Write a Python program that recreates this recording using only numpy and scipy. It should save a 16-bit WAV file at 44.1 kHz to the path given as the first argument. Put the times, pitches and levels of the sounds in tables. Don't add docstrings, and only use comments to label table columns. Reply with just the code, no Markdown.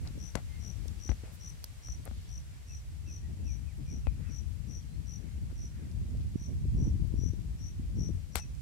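import sys
import numpy as np
from scipy import signal
from scipy.fft import rfft, irfft
from scipy.io import wavfile
from scipy.ndimage import uniform_filter1d

SR = 44100
rng = np.random.default_rng(int(sys.argv[2]) if len(sys.argv) > 2 else 0)


def wav_record(signal):
    frames = np.transpose(np.atleast_2d(signal))
    bounded = np.clip(frames, -1, 1)
    quanta = np.round(bounded * 32767).astype(np.int16)
    wavfile.write(sys.argv[1], SR, quanta)


N = 380009
TIME = np.arange(N) / SR


def undb(db):
    return 10 ** (np.asarray(db) / 20)


def unit(x):
    return x / np.sqrt(np.mean(x ** 2))


def pan(db):
    gains = undb(np.array([np.atleast_1d(db), -np.atleast_1d(db)]) / 2)
    return gains / np.sqrt(np.mean(gains ** 2, axis=0))


def add(out, s, x):
    start = max(int(s * SR), 0)
    out[:, start:start + x.shape[-1]] += x[..., :max(N - start, 0)]


def filt(x, hz, kind, order=2):
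    hz = np.minimum(hz, SR / 2 - 1000)
    return signal.sosfilt(signal.butter(order, hz, kind, fs=SR, output="sos"), x)


def band(x, hz, ratio, order=2):
    return filt(x, [hz / (1 + ratio), hz * (1 + ratio)], "bandpass", order=order)


def noise(points):
    hz, db = np.transpose(points)
    bins_hz = np.maximum(np.arange(N // 2 + 1) * SR / N, 1)
    skirts = np.minimum(bins_hz / hz[0], 1) ** 2 * np.minimum(hz[-1] / bins_hz, 1) ** 4
    gain = undb(np.interp(np.log(bins_hz), np.log(hz), db)) * skirts
    white = rng.standard_normal((2, N))
    return unit(irfft(rfft(white) * gain, N))


def walk(rate_hz):
    knots = rng.standard_normal(int(N / SR * rate_hz) + 2)
    return np.interp(TIME * rate_hz, np.arange(len(knots)), knots)


def air(gain_db=5, distant_db=-8, lag_samples=17):
    # (frequency [Hz], level [dB])
    air_spectrum = [(150, -13), (300, -14), (450, -9), (725, -11), (1000, -13), (1390, -13.5), (2070, -12),
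                    (2740, -13.5), (3520, -14.5), (6000, -15), (8200, -16), (10000, -19.5), (13000, -22.5),
                    (15000, -30)]
    # (time [s], level [dB])
    hiss_level = [(0, -64.3), (1.2, -64.3), (3, -67.4), (8.6, -67.7)]
    distant = noise(air_spectrum)[0]
    from_right = np.array([np.roll(distant, lag_samples), distant])
    field = noise(air_spectrum) + undb(distant_db) * from_right
    return unit(field) * undb(gain_db + np.interp(TIME, *np.transpose(hiss_level)))


def bird(waver=0.022, echo_db=-5, echo_t60_s=0.53):
    # (start [s], length [s], start pitch [Hz], fall [Hz], peak before echo [dB])
    notes = [(.47, 0.157, 2120, 90, -65), (2.677, 0.08, 2730, 480, -63.5), (3.056, 0.068, 2690, 300, -61),
             (3.223, .065, 1920, 50, -67), (3.444, 0.1, 2630, 514, -62.5), (3.648, 0.095, 2590, 857, -66.5),
             (3.849, 0.085, 2460, 262, -65), (4.049, 0.055, 2630, 403, -59), (4.247, 0.072, 2590, 332, -65),
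             (4.867, .12, 4050, -300, -71), (5.218, 0.13, 2220, 118, -74), (8.382, 0.072, 2650, 124, -60.5)]
    out = np.zeros((2, N))
    for s, length_s, start_hz, fall_hz, db in notes:
        u = np.linspace(0, 1, int(length_s * SR))
        hz = start_hz * (1 + waver * walk(141)[:len(u)]) - fall_hz * u ** 2
        phase = 2 * np.pi * np.cumsum(hz) / SR
        add(out, s, undb(db) * np.sin(np.pi * u) * np.sin(phase))
    t = np.arange(SR // 2) / SR
    trees = rng.standard_normal((2, len(t))) * undb(-60 * t / echo_t60_s)
    echo = signal.fftconvolve(out, unit(trees) / np.sqrt(len(t)), axes=1)[:, :N]
    return out + undb(echo_db) * echo


def breeze(s):
    # (time [s], strength [dB], left minus right port [dB])
    gusts = [(0.0, -41, 3), (0.299, -48.5, 1.5), (0.75, -43.5, 14), (1.81, -52.5, -1), (1.96, -46, -1),
             (2.258, -51, 1.5), (3.32, -43.0, -2), (3.619, -44, 14), (3.921, -42.5, 1.5), (4.221, -41, 14),
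             (5.281, -43.5, 6.5), (6.34, -40.0, -1), (6.789, -31, 1.5), (7.24, -33, 11), (7.694, -44.5, 3),
             (8, -32.5, 0.5), (8.3, -42.5, 11.5), (8.6, -45.5, -15.5)]
    ordinary_db = -45.5
    times, db, side_db = np.transpose(gusts)
    return np.interp(s, times, db) - ordinary_db, np.interp(s, times, side_db)


def wind(rumble_db=-41, flutter_db=-55.0, shelter_db=3.5, flutter_side_db=6.5):
    # (frequency [Hz], level [dB])
    rumble_spectrum = [(26, -27), (40, -2.5), (56, 2), (75, 2), (110, -4.5), (160, -13.5), (250, -34.5),
                       (400, -59)]
    flutter_spectrum = [(70, -6), (140, 5.5), (210, -1), (300, -8), (420, -19.5), (650, -30.5), (1000, -38)]
    rumble_growth, flutter_growth = 0.87, 1.06
    gust_db, side_db = breeze(TIME)
    swirl_db = 2 * walk(11)
    rumble = noise(rumble_spectrum) * undb(rumble_db + rumble_growth * gust_db + swirl_db)
    port_db = 3.4 * np.array([walk(60), walk(60)])
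    eddy_db = swirl_db + 2.2 * walk(25) + port_db
    flutter = noise(flutter_spectrum) * undb(flutter_db + flutter_growth * gust_db + eddy_db)
    side_db = side_db + shelter_db * walk(8.8)
    return rumble * pan(side_db) + flutter * pan(side_db + flutter_side_db)


def swirls(lump_db=3):
    # (frequency [Hz], level [dB])
    swirl_spectrum = [(110, 2.5), (200, 3.5), (300, -7), (450, -17), (700, -25.5)]
    # (middle [s], half-length [s], level [dB], left minus right [dB])
    swells = [(.04, 0.098, -46, 30), (0.183, 0.084, -46.5, 16), (0.682, 0.086, -46.5, 22),
              (3.308, 0.04, -43.5, 5), (3.442, 0.18, -48.5, 22), (3.805, 0.039, -41, 19),
              (3.952, 0.094, -43, 8), (4.197, .04, -45.5, 24), (4.306, 0.051, -44.5, 24),
              (4.548, 0.02, -52, -14), (4.71, 0.11, -47, 23), (5.227, 0.12, -46.5, 26),
              (5.642, 0.083, -48.5, -3), (5.823, 0.12, -47.5, 18), (6.02, 0.046, -58, -8),
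              (6.112, 0.077, -42.5, 4), (6.508, 0.074, -39, 1)]
    out = np.zeros((2, N))
    turbulence = unit(noise(swirl_spectrum) * undb(lump_db * walk(70)))
    for s, half_s, db, side_db in swells:
        swell = np.cos(np.pi / 2 * np.clip((TIME - s) / half_s, -1, 1)) ** 2
        out += pan(side_db) * undb(db) * swell * turbulence
    return out


def buffets(count=30, small_db=-43, small_hz=150, growth=0.88):
    # (time [s], peak before panning [dB], centre [Hz], left minus right [dB])
    strong = [(0.177, -44, 238, 17), (0.858, -40.5, 303, 18), (1.237, -37.5, 206, 23), (6.151, -42, 257, 3),
              (6.358, -20.5, 155, -31), (6.879, -21, 109, -27), (7.021, -23, 86, 20),
              (7.141, -25.5, 182, -31), (7.237, -31.5, 223, 21), (7.798, -28, 134, -27)]
    out = np.zeros((2, N))
    t = np.arange(-SR // 50, SR // 50) / SR
    passed = np.cumsum(undb(breeze(TIME)[0]) ** 2)
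    times = np.interp(rng.uniform(0, 1, count), passed / passed[-1], TIME)
    chance = rng.standard_normal((count, 3))
    small = []
    for s, gust_db, port_db, (size, pitch, side) in zip(times, *breeze(times), chance):
        db = small_db + growth * gust_db + 2 * size
        small.append((s, db, small_hz * 1.2 ** pitch, port_db + 10 * side))
    for s, db, hz, side_db in [*strong, *small]:
        u = 2 * np.pi * hz * t
        push_pull = -u * np.exp((1 - u ** 2) / 2)
        add(out, s + t[0], pan(side_db) * undb(db) * push_pull)
    return out


def bright_burst(db, hz, side_db, t60_s=.013):
    t = np.arange(SR // 10) / SR
    burst = band(rng.standard_normal((2, len(t))) * undb(-60 * t / t60_s), hz, 0.26)
    return pan(side_db) * undb(db) * burst / np.abs(burst).max()


def wrapping(count=50, crackle_db=-57, crackle_hz=7000):
    # (time [s], peak before panning [dB], centre [Hz], left minus right [dB])
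    bursts = [(.074, -35.5, 4560, 0), (.355, -28.5, 8050, 18), (0.879, -40, 8900, 6),
              (0.882, -39.5, 4840, 3), (1.6416, -31, 5000, -1), (1.642, -28.5, 12500, -5),
              (2.0537, -35.5, 10700, -8), (8.356, -19.5, 10200, 27)]
    # (middle [s], half-length [s], centre [Hz], level [dB])
    slides = [(.095, .07, 3500, -70), (0.538, 0.15, 2060, -69), (1.256, 0.076, 1900, -65),
              (1.345, 0.046, 12000, -61), (1.497, 0.026, 9000, -61), (2.209, 0.33, 3730, -66.5),
              (2.554, 0.21, 1870, -68.5), (4.27, .23, 1680, -64.5), (5.291, 0.24, 2050, -69.5),
              (5.803, .23, 1760, -67.5), (6.213, .03, 3400, -65)]
    out = np.zeros((2, N))
    for s, *shape in bursts:
        add(out, s, bright_burst(*shape))
    times = rng.uniform(0, N / SR, count)
    for s, (size, octaves, side) in zip(times, rng.uniform(-1.5, 1, (count, 3))):
        add(out, s, bright_burst(crackle_db + 5 * size, crackle_hz * 2 ** octaves, 5 * side))
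    for s, half_s, hz, db in slides:
        swell = np.hanning(int(2 * half_s * SR))
        swish = unit(band(rng.standard_normal((2, len(swell))), hz, 0.35))
        add(out, s - half_s, undb(db) * swell ** 2 * swish)
    return out


def case(x, hz):
    # (frequency [Hz], half-width [share of frequency], level [dB])
    modes = [(490, .2, 2), (720, .18, 3), (1400, .08, -2), (2030, .08, 0), (4250, .06, -3), (8200, .06, 1)]
    soft = filt(filt(x, hz, "lowpass", order=1), min(4500 + 2 * hz, 13000), "lowpass")
    ringing = sum(undb(db) * band(soft, mode_hz, width, order=1) for mode_hz, width, db in modes)
    return soft + ringing


def knocks(slip_db=3, side_db=27.5):
    # (time [s], click peak [dB], dull above [Hz], puff [dB], low ring [dB])
    touches = [(.354, -16, 2240, -21, -32.5), (0.3558, -19, 250, -31.5, -48),
               (1.092, -27.5, 450, -24, -16.5), (1.0945, -28.5, 1100, -24, -47),
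               (1.117, -28.5, 397, -32.5, -46), (1.642, -33.5, 1800, -46, -57),
               (1.886, -38.5, 700, -50, -29.5), (2.077, -33, 350, -62, -29.5),
               (2.1122, -38.5, 200, -38, -32.5), (4.0702, -24.5, 220, -26.5, -16.5),
               (5.517, -50, 250, -48, -43), (8.3565, -10, 3580, -27.5, -24.5)]
    # (start [s], fade time [s], level [dB], dull above [Hz])
    rubs = [(0.051, 0.038, -53.5, 1200), (0.36, 0.042, -47, 700), (1.098, 0.03, -43, 150),
            (1.233, 0.086, -56, 200), (2.056, 0.035, -51, 395), (5.494, .03, -59, 500),
            (8.353, 0.041, -38.5, 8000)]
    ring_end_hz, ring_t60_s, ring_lag_s = 49.5, 0.13, 0.00396
    ring_rise, ring_sag_s = 0.62, 0.011
    puff_hz, tick_grit, tick_t60_s = 211, .1, .005
    out = np.zeros((2, N))
    sides = pan(side_db)
    t = np.arange(SR // 5) / SR
    ring_hz = ring_end_hz * (1 + ring_rise * np.exp(-t / ring_sag_s))
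    low_ring = -np.sin(2 * np.pi * np.cumsum(ring_hz) / SR) * undb(-60 * t / ring_t60_s)
    puff = np.sin(2 * np.pi * puff_hz * t) * np.exp(-(puff_hz * t) ** 2)
    for s, click_db, hz, puff_db, ring_db in touches:
        grit = tick_grit * rng.standard_normal(len(t)) * undb(-60 * t / tick_t60_s)
        click = case((t == 0) + grit, hz)
        click = click / np.abs(click).max()
        add(out, s, sides * (undb(click_db) * click + undb(puff_db) * puff))
        add(out, s + ring_lag_s, sides * undb(ring_db) * low_ring)
    for s, fade_s, db, hz in rubs:
        slips = rng.standard_normal(len(t)) * undb(slip_db * walk(457)[:len(t)])
        add(out, s, sides * undb(db) * unit(case(slips, hz)) * np.exp(-(t / fade_s) ** 3))
    return out


def wing_stroke(length_s, hz, octave_db=-29):
    u = np.linspace(0, 1, int(length_s * SR))
    teeth = .005 * unit(uniform_filter1d(rng.standard_normal(len(u)), 30))
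    slide = .07 * (.5 - u) + .055 * np.exp(-u / .07)
    phase = 2 * np.pi * np.cumsum(hz * (1 + slide + teeth)) / SR
    pressure = np.abs(np.sin(np.pi * u ** .85)) ** .7
    return pressure * (np.sin(phase) + undb(octave_db) * np.sin(2 * phase))


def chirp(last_db, count=8):
    first_hz, last_hz = 5715, 5860
    first_s, last_s, swell = .0068, .0106, .9
    tension_hz = 10 * rng.standard_normal()
    offset_s = 0
    for k in range(count):
        early = k / (count - 1)
        length_s = last_s + (first_s - last_s) * early
        hz = last_hz + (first_hz - last_hz) * early + tension_hz + 20 * rng.standard_normal()
        stroke_db = last_db * (k == 0) + .8 * rng.standard_normal()
        size = (1 - k / count) ** swell * undb(stroke_db)
        yield offset_s - length_s / 2, size * wing_stroke(length_s, hz)
        offset_s -= .0142 - .0005 * k + .0075 * np.exp(-k / .65)


def cricket(gain_db=-3, scatter_db=-12, scatter_t60_s=.26):
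    # (middle of last stroke [s], level before gain_db [dB], last stroke trim [dB])
    chirps = [(0.279, -40, -1), (0.702, -39, -0.5), (1.1018, -36, -1.5), (1.5, -37, -4), (1.925, -37, 0.5),
              (2.38, -42, 0.5), (2.7733, -42.5, -1), (3.165, -40, -1.5), (3.545, -41, -3.5),
              (3.966, -41.5, -4), (4.3873, -40.5, -3), (4.775, -41, -1.5), (5.16, -41, -1.5),
              (5.656, -43, -1.5), (6.463, -43.5, -2.5), (6.8673, -44.5, 0), (7.2655, -43, 1),
              (7.682, -43.5, -5.5), (8.0592, -40, -3), (8.423, -40, -1)]
    # (mean delay [s], level before indirect trim [dB])
    echoes = [(.0107, -16), (.0235, -15.5)]
    # (time [s], left minus right [dB], indirect trim [dB])
    bearings = [(.3, 13, 7), (1.1, 9.5, .5), (1.5, 7, 1.5), (3.6, 4, 4.5), (4.5, 12, 5.5), (5.7, .5, 6),
                (6.5, 6, 7.5), (7.7, 9.5, 12), (8.45, 7, 7)]
    out = np.zeros((2, N))
    t = np.arange(SR // 5) / SR
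    tail = undb(-60 * t / scatter_t60_s)
    times, *bearing = np.transpose(bearings)
    for s, db, last_db in chirps:
        paths = rng.standard_normal((2, len(t))) * tail
        paths *= undb(scatter_db) / np.sqrt(np.sum(paths ** 2, axis=1, keepdims=True))
        for delay_s, echo_db in echoes:
            arrival_s = delay_s * rng.uniform(.9, 1.1, 2)
            paths[[0, 1], (arrival_s * SR).astype(int)] += undb(echo_db)
        side_db, indirect_db = (np.interp(s, times, column) for column in bearing)
        for offset_s, stroke in chirp(last_db):
            stroke = stroke * undb(db + gain_db)
            indirect = signal.fftconvolve(paths, stroke[None], axes=1)
            add(out, s + offset_s, pan(side_db) * undb(-indirect_db / 4) * stroke)
            add(out, s + offset_s, pan(side_db) * undb(indirect_db) * indirect)
    return out


def scene():
    return air() + bird() + wind() + swirls() + buffets() + wrapping() + knocks() + cricket()


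def record(dry, bass_hz=38, top_hz=15700):
    lean = filt(dry, bass_hz, "highpass", order=4)
    return signal.sosfilt(signal.ellip(8, .2, 70, top_hz, fs=SR, output="sos"), lean)


dry = scene()
out = record(dry)
wav_record(out)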